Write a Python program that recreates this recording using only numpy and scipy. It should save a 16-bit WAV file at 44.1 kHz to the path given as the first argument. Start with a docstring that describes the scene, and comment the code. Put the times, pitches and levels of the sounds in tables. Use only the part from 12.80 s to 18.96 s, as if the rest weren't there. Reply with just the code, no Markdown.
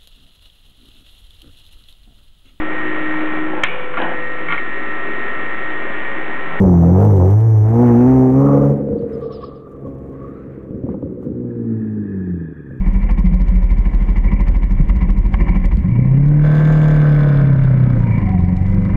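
"""Motorcycle on a wet road.

It idles, pulls away and rolls off the throttle, heard from behind its screen. Each engine cycle
throbs in the exhaust, booms in the panels and rattles the crankcase; under load the intake growls.
Valves tick, drivetrain slack knocks, gears whine, wind rumbles, raindrops tap and the road hisses."""
import sys
import numpy as np
from scipy import signal
from scipy.fft import rfft, irfft
from scipy.io import wavfile
from scipy.ndimage import uniform_filter1d

SR = 44100
rng = np.random.default_rng(int(sys.argv[2]) if len(sys.argv) > 2 else 0)


def inscribe(sig):
    """Save sig as 16-bit PCM at rate SR to the path in sys.argv[1].

    A 1-D sig is mono; a 2-D sig holds one channel per row.
    Samples are clipped to [-1, 1] before scaling.
    """
    pcm = np.round(np.clip(np.atleast_2d(sig).T, -1, 1) * 32767)
    wavfile.write(sys.argv[1], SR, pcm.astype(np.int16))


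N = 271656
T = np.arange(N) / SR

# Engine speed. Each row: time in seconds, four-stroke cycle rate in Hz.
CYCLE_RATE = [(0.0, 11.755), (0.5, 13.632), (1.3, 12.74), (2.25, 13.535), (2.9, 13.564), (3.0, 16.3),
              (3.12, 29.8), (3.25, 31.8), (3.35, 33.7), (3.5, 36.782), (3.9, 38.411), (4.12, 37.871),
              (4.45, 36.314), (4.75, 33.449), (5.05, 31.331), (5.27, 28.444), (5.6, 21.82), (5.95, 24.271),
              (6.16, 24.501)]
# Idle stumbles. Each row: centre in seconds, cycle rate drop in Hz (negative: a surge).
STUMBLES = [(1.96, 1.5), (2.05, 3.5), (2.17, -4), (2.32, 1.75), (2.5, 1.44), (2.82, 2.61)]
# Throttle. Each row: time in seconds, opening from 0 to 1.
THROTTLE = [(3.199, 0), (3.42, 0.43), (3.63, 0.67), (3.643, 0.9), (3.899, 0.94), (4.622, 0.9),
            (4.741, 0.75), (5.098, 0.75), (5.652, 0.35), (6.16, 0.69)]
# Exhaust at idle. Each row: multiple of the cycle rate, relative level in dB.
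IDLE_ORDERS = [(2, -32.5), (3, 0), (4, -5), (5, -18.5), (6, -17.5), (7, -24)]
# Exhaust at high and low riding revs. Each row: multiple of the firing rate, relative level in dB.
SMOOTH_ORDERS = [(0.25, -8), (0.5, -31), (0.75, -14), (1, 7), (1.25, -9), (1.5, -14), (1.75, -20),
                 (2, -11.5), (2.25, -31), (2.5, -24.5), (2.75, -43.5), (3, -42), (3.25, -24), (3.5, -31.5),
                 (3.75, -35), (4, -43), (4.25, -35.5)]
RAGGED_ORDERS = [(0.25, -0.5), (0.5, -11), (0.75, -19), (1, 5.5), (1.25, -11), (1.5, -1), (1.75, -9.5),
                 (2, -15), (2.25, -31), (2.5, -37), (2.75, -36.5), (3, -32)]
# Pipe and panel response to revs. Each row: cycle rate in Hz, gain in dB.
PIPE_TUNING = [(22, -15.5), (26, -16.5), (30.5, -12), (33, -10), (37, -9)]
PANEL_TUNING = [(13, -25), (22, -21), (29.5, -18), (34, -17), (38, -30)]
# Resonances. Each row: centre in Hz, width in Hz, relative gain in dB.
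PANEL_MODES = [(178.36, 29.7, 4.5), (156, 50, -5.5), (260.9, 24, -10)]
CRANKCASE_MODES = [(342.4, 36, 15.5), (387, 17, 12.5), (522, 33, 10.5), (558, 26, 12), (754, 98, 5),
                   (965.6, 55, 11), (1050, 60, 10), (1336, 100, -4), (1791, 140, 0.5), (1943, 50, 5),
                   (2055, 99, 6.5), (2269, 130, 4.5), (2550, 180, -11), (2800, 98, -8)]
AIRBOX_MODES = [(363, 140, 13.5), (487.5, 70, 18), (586.5, 79, 16), (664, 46, 6.3), (922, 70, 5.3),
                (1040, 130, 8), (1289, 240, 7.2), (1530, 162, 9.8), (1662, 170, 2.3)]
RASP_MODES = [(2200, 240, 6.5), (2830, 350, -1), (3470, 290, 0.5), (4080, 180, -5.5), (5000, 470, -10.5),
              (9300, 8200, -25.5)]
FRAME_MODES = [(220, 100, 7.5), (257, 35, -0.5)]
# Engine labouring. Each row: start in seconds, hold in seconds, clatter and boom changes in dB.
LABOURING = [(.0, 0.22, 4, 3), (0.277, 0.021, 5, 5.5), (0.716, 0.047, -0.5, -12), (1.488, 0.1, 6, 6.5),
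             (2.212, 0.014, 5, 1.5), (2.595, 0.16, 9, 6.5), (3.16, 0.13, 1.5, -0.5), (5.276, 0.22, 5, 1.5),
             (5.777, 0.064, 0.5, -8.5), (6.121, 0.055, 4, -1)]
# Once-a-cycle events. Each row: position as a share of the cycle, relative level in dB.
PISTON_SLAPS = [(.7, -2), (.79, 1), (.88, -2.5), (.25, -5.5)]
VALVE_CONTACTS = [(0.8, -9), (0.82, 0.5), (0.7, -6.5), (0.95, 3), (0.2, -11.5)]
INTAKE_GULPS = [(0.03, -2.5), (0.121, -2), (0.289, 3.5), (0.52, 0), (0.738, 3)]
# Noise spectra. Each row: frequency in Hz, relative gain in dB.
TICK_SPECTRUM = [(1200, -27.5), (2500, 5.5), (4500, 2.5), (7000, -5.5), (9500, -13.5), (13000, -20.5)]
WIND_SPECTRUM = [(15, -29), (28, 5.5), (39, 11.5), (55, -2.5), (100, -5), (300, -12.5), (1000, -84.5)]
ROAD_SPECTRUM = [(100, -1), (400, -5.5), (800, -14.5), (1200, -22), (2200, -21.5), (2500, -33),
                 (3200, -32.5), (3900, -42), (5000, -46), (8000, -51), (12000, -59.5), (15000, -84)]
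KNOCK_SPECTRUM = [(200, -11.5), (550, -8.5), (820, 6.5), (1050, 4.5), (1400, -10), (2100, 0), (2500, -14.5),
                  (2900, -11), (3600, -27.5), (6000, -45.5), (9000, -66), (15000, -73)]
# Wind on the screen. Each row: time in seconds, level in dB.
BUFFETING = [(0, -29.5), (2.901, -23), (3.999, -25), (4.949, -23.5), (5.299, -18), (5.7, -22.5),
             (6.16, -16)]
# Panel thuds. Each row: start in seconds, pitch in Hz, strength in dB, decay in ms.
BUMPS = [(0.003, 190.3, -14, 71), (0.128, 192, -13, 42), (0.441, 180.4, -3, 35), (0.516, 181.8, -5.5, 44),
         (0.714, 182.4, -13, 103), (1.283, 179, -16, 38), (1.998, 159, 8, 7.5), (2.973, 188.2, -4, 18),
         (3.04, 177, -13.5, 11), (5.373, 189, 3, 11)]
# Hard ticks. Each row: start in seconds, level in dB.
SHARP_TICKS = [(0.135, -48), (0.311, -42), (0.384, -45.5), (0.685, -45.5), (0.758, -46), (1.37, -47),
               (1.607, -42), (1.684, -42.5), (2.089, -46), (2.226, -53), (2.304, -40.5), (2.856, -37.5),
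               (2.97, -43.5), (4.838, -45), (5.13, -48.5), (5.184, -50), (5.382, -45), (5.461, -51),
               (5.492, -46.5), (5.524, -53), (5.59, -49), (5.646, -52), (5.768, -44), (5.881, -50),
               (5.897, -49.5), (5.946, -48), (6.051, -46)]
# Drivetrain knocks. Each row: start in seconds, strength in dB, decay in ms, hardness from 0 to 1.
KNOCKS = [(0.221, -35.5, 15, .1), (0.289, -24.5, 11, 0.6), (0.374, -30.5, 9.7, 0.5), (0.82, -33, 7.4, 0.5),
          (1.047, -26.5, 14, 0.2), (1.13, -30.5, 12, 0.7), (1.276, -30.5, 19, .3), (1.355, -24, 17, .3),
          (1.436, -28.5, 10, 0.1), (1.513, -24, 5.5, 0.4), (1.666, -25, 11, 0.4), (1.742, -27, 11, .2),
          (1.82, -28.5, 14, 0.3), (1.971, -31.5, 16, .1), (2.095, -18, 4.8, 0.8), (2.203, -27.5, 17, 0),
          (2.289, -28.5, 11, 0.6), (2.539, -12.5, 5.1, 0.94), (2.668, -26, 16, 0.4), (2.745, -27, 9, 0.4),
          (2.838, -20.5, 7.3, 0), (2.911, -24, 12, 0.3)]
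# Casing and gear tones. Each row: start in seconds, hold in seconds, pitch in Hz, level in dB.
CASING_RINGS = [(1.48, 0.0062, 2255, -33.5), (1.562, 0.0087, 2290, -42), (2.681, 0.055, 2230, -40),
                (3.101, 0.15, 2260, -45), (5.31, 0.069, 2290, -38)]
GEAR_WHINES = [(5.244, 0.13, 963, -42), (5.36, 0.13, 1019, -47.5), (5.438, 0.41, 747, -43.5),
               (3.26, 0.06, 528, -39), (5.1, 0.078, 524, -38.5), (5.97, 0.15, 508, -39.5)]
# Spells of lugging. Each row: start in seconds, hold in seconds, level in dB.
LUGGING = [(3.18, 0.054, -24.5), (5.048, 0.12, -27), (5.471, 0.26, -36.5)]


def undb(db):
    """Decibels to gain."""
    return 10 ** (np.asarray(db) / 20)


def unit(x):
    """Scale to an rms of 1."""
    return x / np.sqrt(np.mean(x ** 2))


def noise():
    """White noise."""
    return rng.standard_normal(N)


def walk(rate_hz):
    """Smooth random drift, rms 1."""
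    hold = int(SR / rate_hz)
    steps = np.repeat(rng.standard_normal(N // hold + 1), hold)
    return unit(uniform_filter1d(uniform_filter1d(steps, hold), hold)[:N])


def along(x, table):
    """Interpolate a two-column table at x."""
    return np.interp(x, *np.transpose(table))


def envelope(start_s, hold_s, attack_s, release_s):
    """Trapezoid that reaches 1 at start_s."""
    return np.clip(1 + np.minimum((T - start_s) / attack_s, (start_s + hold_s - T) / release_s), 0, 1)


def colour(x, spectrum):
    """Minimum-phase filter with the given spectrum."""
    size = 4096
    hz, db = np.transpose(spectrum)
    bins_hz = np.arange(size // 2 + 1) * SR / size
    gain = undb(np.interp(np.log(bins_hz + 1), np.log(hz), db))
    cepstrum = irfft(np.log(gain))
    cepstrum[1:size // 2] *= 2
    cepstrum[size // 2 + 1:] = 0
    return signal.fftconvolve(x, irfft(np.exp(rfft(cepstrum))))[:N]


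def ring(x, modes):
    """Parallel band-pass resonances, output rms 1."""
    y = 0
    for hz, width_hz, db in modes:
        edges_hz = np.clip([hz - width_hz / 2, hz + width_hz / 2], 20, SR / 2 - 1)
        y = y + undb(db) * signal.sosfilt(signal.butter(2, edges_hz, "bandpass", fs=SR, output="sos"), x)
    return unit(y)


def muffle(x, top_hz):
    """Steep low-pass."""
    return signal.sosfilt(signal.butter(6, top_hz, fs=SR, output="sos"), x)


def swell(phase, at, depth_db):
    """Gain that peaks at the given share of each turn."""
    return unit(undb(depth_db * np.cos(2 * np.pi * (phase - at))))


def orders(phase, table, uneven_db=0):
    """Partials of a rotation; cylinder imbalance, uneven_db, offsets the fractional ones."""
    return unit(sum(undb(db + uneven_db * (k != round(k))) * np.cos(2 * np.pi * k * phase)
                    for k, db in table))


def firings(cycle, cylinder_db, scatter_db):
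    """One pulse per firing, varying by cylinder and at random."""
    stroke = np.floor(cycle * len(cylinder_db)).astype(int)
    at = np.flatnonzero(np.diff(stroke) > 0) + 1
    level_db = np.take(cylinder_db, stroke[at], mode="wrap") + scatter_db * rng.standard_normal(len(at))
    pulses = np.zeros(N)
    pulses[at] = undb(level_db)
    return unit(pulses / np.sqrt(np.gradient(cycle)))


def cycle_pulses(cycle, table, scatter_db):
    """One pulse per cycle for each table row."""
    pulses = np.zeros(N)
    for share, db in table:
        at = np.flatnonzero(np.diff(np.floor(cycle - share)) > 0)
        pulses[at] += undb(db + scatter_db * rng.uniform(-1, 1, len(at)))
    return pulses


def bursts(pulses, decay_s):
    """Exponential decay after each pulse."""
    return unit(signal.lfilter([1], [1, -np.exp(-1 / (decay_s * SR))], pulses + 1e-9))


def tick(pulses, decay_s):
    """A bright noise burst per pulse."""
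    return unit(colour(bursts(pulses, decay_s) * noise(), TICK_SPECTRUM))


def exhaust(cycle, rate_hz, riding):
    """Gas pulses: a lumpy throb at idle, then a drone, ragged at low revs and smooth at high."""
    ragged_hz, smooth_hz = 27.7, 36.7
    throb = -orders(cycle + .006 * walk(25), IDLE_ORDERS) * undb(-11.5 + .9 * walk(19))
    pulses = firings(cycle, cylinder_db=[2, -1.5, -2.5, -1.5], scatter_db=6)
    puffs = ring(pulses, [(83.3, 30.5, 0)]) * undb(-28)
    firing = 4 * cycle
    smooth = -orders(firing + .0019 * walk(110), SMOOTH_ORDERS, uneven_db=.5) * undb(.5 * walk(60))
    ragged = orders(firing + .5 + .055 * walk(70), RAGGED_ORDERS, uneven_db=-4) * undb(2.4 * walk(70))
    ragged *= swell(cycle, at=.77, depth_db=4)
    blend = np.clip((rate_hz - ragged_hz) / (smooth_hz - ragged_hz), 0, 1)
    turbulence = ring(noise() * swell(firing, at=.43, depth_db=6), [(262, 150, 1), (520, 170, -7)])
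    drone = blend * smooth + (1 - blend) * ragged + turbulence * undb(-24.5)
    return (throb + puffs) * (1 - riding) + drone * undb(along(rate_hz, PIPE_TUNING)) * riding


def labouring():
    """Clatter and boom changes in dB while the engine labours."""
    return sum(np.outer(changes_db, envelope(start_s, hold_s, attack_s=.042, release_s=.11))
               for start_s, hold_s, *changes_db in LABOURING)


def bodywork(cycle, rate_hz, boom_db):
    """Firings boom in the hollow panels, one cylinder hardest."""
    blows = firings(cycle, cylinder_db=[-2, -8, -5, 4], scatter_db=2) + .27 * noise()
    return ring(blows, PANEL_MODES) * undb(along(rate_hz, PANEL_TUNING) + boom_db)


def crankcase(cycle, riding, clatter_db):
    """Gears and valves chatter in the casing; pistons slap at idle, the primary gear sings under way."""
    teeth_per_cycle = 84
    chatter = unit(noise() * undb(9.8 * np.tanh(walk(1500))))
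    mesh = np.sin(2 * np.pi * (teeth_per_cycle * cycle + .089 * walk(160))) * undb(-19) * riding
    slaps = unit(cycle_pulses(cycle + .02 * walk(60), PISTON_SLAPS, scatter_db=3))
    lash = swell(cycle, at=.77, depth_db=3.5 - 1.4 * riding)
    blows = (chatter + mesh) * lash + slaps * undb(-2) * (1 - riding)
    casing = muffle(ring(blows, CRANKCASE_MODES), top_hz=3360)
    return casing * undb(-40.5 + clatter_db + 2 * riding)


def valves(cycle, riding):
    """Valves tick in a cluster each cycle, fainter under way."""
    taps = cycle_pulses(cycle + .012 * walk(60), VALVE_CONTACTS, scatter_db=3)
    return tick(taps, decay_s=.001) * undb(-59.5 - 10.5 * riding)


def wind():
    """Gusts buffet the screen."""
    gusts_db = 1.5 * walk(4.3)
    return unit(colour(noise(), WIND_SPECTRUM)) * undb(along(T, BUFFETING) + gusts_db)


def wet_road(riding):
    """Grainy spray hiss, slightly lower under way."""
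    spray = noise() * undb(3 * np.tanh(walk(700)))
    return unit(colour(spray, ROAD_SPECTRUM)) * undb(-40 - riding + 2.1 * walk(9.1))


def bumps(rise_s):
    """Each bump sets the panels swinging briefly."""
    out = np.zeros(N)
    for start_s, hz, db, decay_ms in BUMPS:
        age_s = np.maximum(T - start_s, 0)
        swing = np.exp(-1000 * age_s / decay_ms) * (1 - np.exp(-age_s / rise_s))
        out += undb(db) * np.sin(2 * np.pi * hz * age_s) * swing
    return out


def sharp_ticks(decay_s):
    """Occasional hard ticks stand out from the valve noise."""
    level = sum(undb(db) * (T >= start_s) * np.exp(-np.abs(T - start_s) / decay_s)
                for start_s, db in SHARP_TICKS)
    return unit(colour(noise(), TICK_SPECTRUM)) * level


def knocks():
    """Drivetrain slack closes: soft blows ring the crankcase, hard ones clack."""
    hard = soft = 0
    for start_s, db, decay_ms, hardness in KNOCKS:
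        decays = np.maximum(T - start_s, 0) * 1000 / decay_ms
        push = undb(db) * np.exp(-decays) * (1 - np.exp(-4 * decays))
        hard += push * np.sqrt(hardness)
        soft += push * np.sqrt(1 - hardness)
    blows = noise() * soft
    clacks = unit(colour(noise(), KNOCK_SPECTRUM)) * hard
    return clacks + ring(blows, CRANKCASE_MODES) * np.std(blows)


def casing_rings(width_hz):
    """A high casing resonance sings out briefly."""
    return sum(ring(noise(), [(hz, width_hz, 0)]) * undb(db)
               * envelope(start_s, hold_s, attack_s=.0073, release_s=.015)
               for start_s, hold_s, hz, db in CASING_RINGS)


def rain(riding, drops_per_s):
    """Drops tap the screen once the bike rides into them."""
    hits = rng.random(N) < drops_per_s / SR
    sizes = undb(3.5 * rng.uniform(-1, 1, N))
    return tick(hits * sizes, decay_s=.0007) * undb(-71) * riding


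def intake(cycle, rate_hz, riding):
    """Uneven gulps of air bark in the airbox as the throttle opens; gas rasps on each one."""
    shut = 1 - along(T, THROTTLE)
    gulps = unit(cycle_pulses(cycle + .002 * walk(150), INTAKE_GULPS, scatter_db=1.8))
    # Valve flow repeats each cycle, with fresh turbulence on top.
    pattern = rng.standard_normal(1024)
    flow = pattern[(cycle % 1 * len(pattern)).astype(int)]
    air = (.85 * flow + .7 * noise()) * bursts(gulps, decay_s=.0018)
    airbox = muffle(ring(.8 * gulps + .7 * air, AIRBOX_MODES), top_hz=3080)
    growl = airbox * undb(-24 - 39.5 * shut)
    grit = unit(noise() * undb(5 * np.tanh(walk(700)))) * bursts(gulps, decay_s=.0022)
    sizzle = ring(grit, [(6830, 1700, 0)]) * undb(-15 - 6 * (rate_hz.max() - rate_hz))
    rasp = (ring(grit, RASP_MODES) + sizzle) * undb(-43 - 58.5 * shut)
    # Part throttle throbs once a cycle.
    lope = swell(cycle, at=.72, depth_db=np.clip(22 * shut - 1.5, 0, 4.5))
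    return (growl + rasp) * lope * riding


def lugging(cycle, at):
    """Pulling at low revs, one heavy firing per cycle thumps the frame."""
    blows = firings(cycle - at, cylinder_db=[0], scatter_db=3.5)
    thumps = muffle(ring(blows, FRAME_MODES), top_hz=320)
    return thumps * sum(undb(db) * envelope(start_s, hold_s, attack_s=.048, release_s=.15)
                        for start_s, hold_s, db in LUGGING)


def gear_whines(waver, flutter_db):
    """Gear meshes sing unsteadily, mostly on the overrun."""
    out = np.zeros(N)
    for start_s, hold_s, hz, db in GEAR_WHINES:
        pitch_hz = hz * (1 + waver * walk(90))
        tone = unit(np.sin(2 * np.pi * np.cumsum(pitch_hz) / SR))
        gate = envelope(start_s, hold_s, attack_s=.072, release_s=.043)
        out += tone * undb(db - flutter_db * walk(40)) * gate
    return out


def scene():
    """Mono mix; the engine's cycle count keeps its parts in step."""
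    stumble_s, pull_away_s, crossfade_s = .06, 2.995, .09
    drop_hz = sum(hz * np.exp(-((T - centre_s) / stumble_s) ** 2) for centre_s, hz in STUMBLES)
    rate_hz = along(T, CYCLE_RATE) - drop_hz
    cycle = np.cumsum(rate_hz) / SR
    riding = np.clip(.5 + (T - pull_away_s) / crossfade_s, 0, 1)
    clatter_db, boom_db = labouring()
    mix = exhaust(cycle, rate_hz, riding) + bodywork(cycle, rate_hz, boom_db)
    mix += lugging(cycle, at=.72) + bumps(rise_s=.006)
    mix += crankcase(cycle, riding, clatter_db) + gear_whines(waver=.019, flutter_db=5.5)
    mix += knocks() + casing_rings(width_hz=77)
    mix += valves(cycle, riding) + sharp_ticks(decay_s=.002) + rain(riding, drops_per_s=14)
    mix += intake(cycle, rate_hz, riding) + wind() + wet_road(riding)
    return mix[None]


def record(dry):
    """Soft clip, edge fades, low-pass."""
    ceiling, fade_s, top_hz = .84, .004, 13500
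    rounded = dry / (1 + (dry / ceiling) ** 4) ** .25
    fade = np.clip(np.minimum(T, T[-1] - T) / fade_s, 0, 1)
    return signal.sosfilt(signal.ellip(8, .2, 70, top_hz, fs=SR, output="sos"), rounded * fade)


dry = scene()
out = record(dry)
inscribe(out)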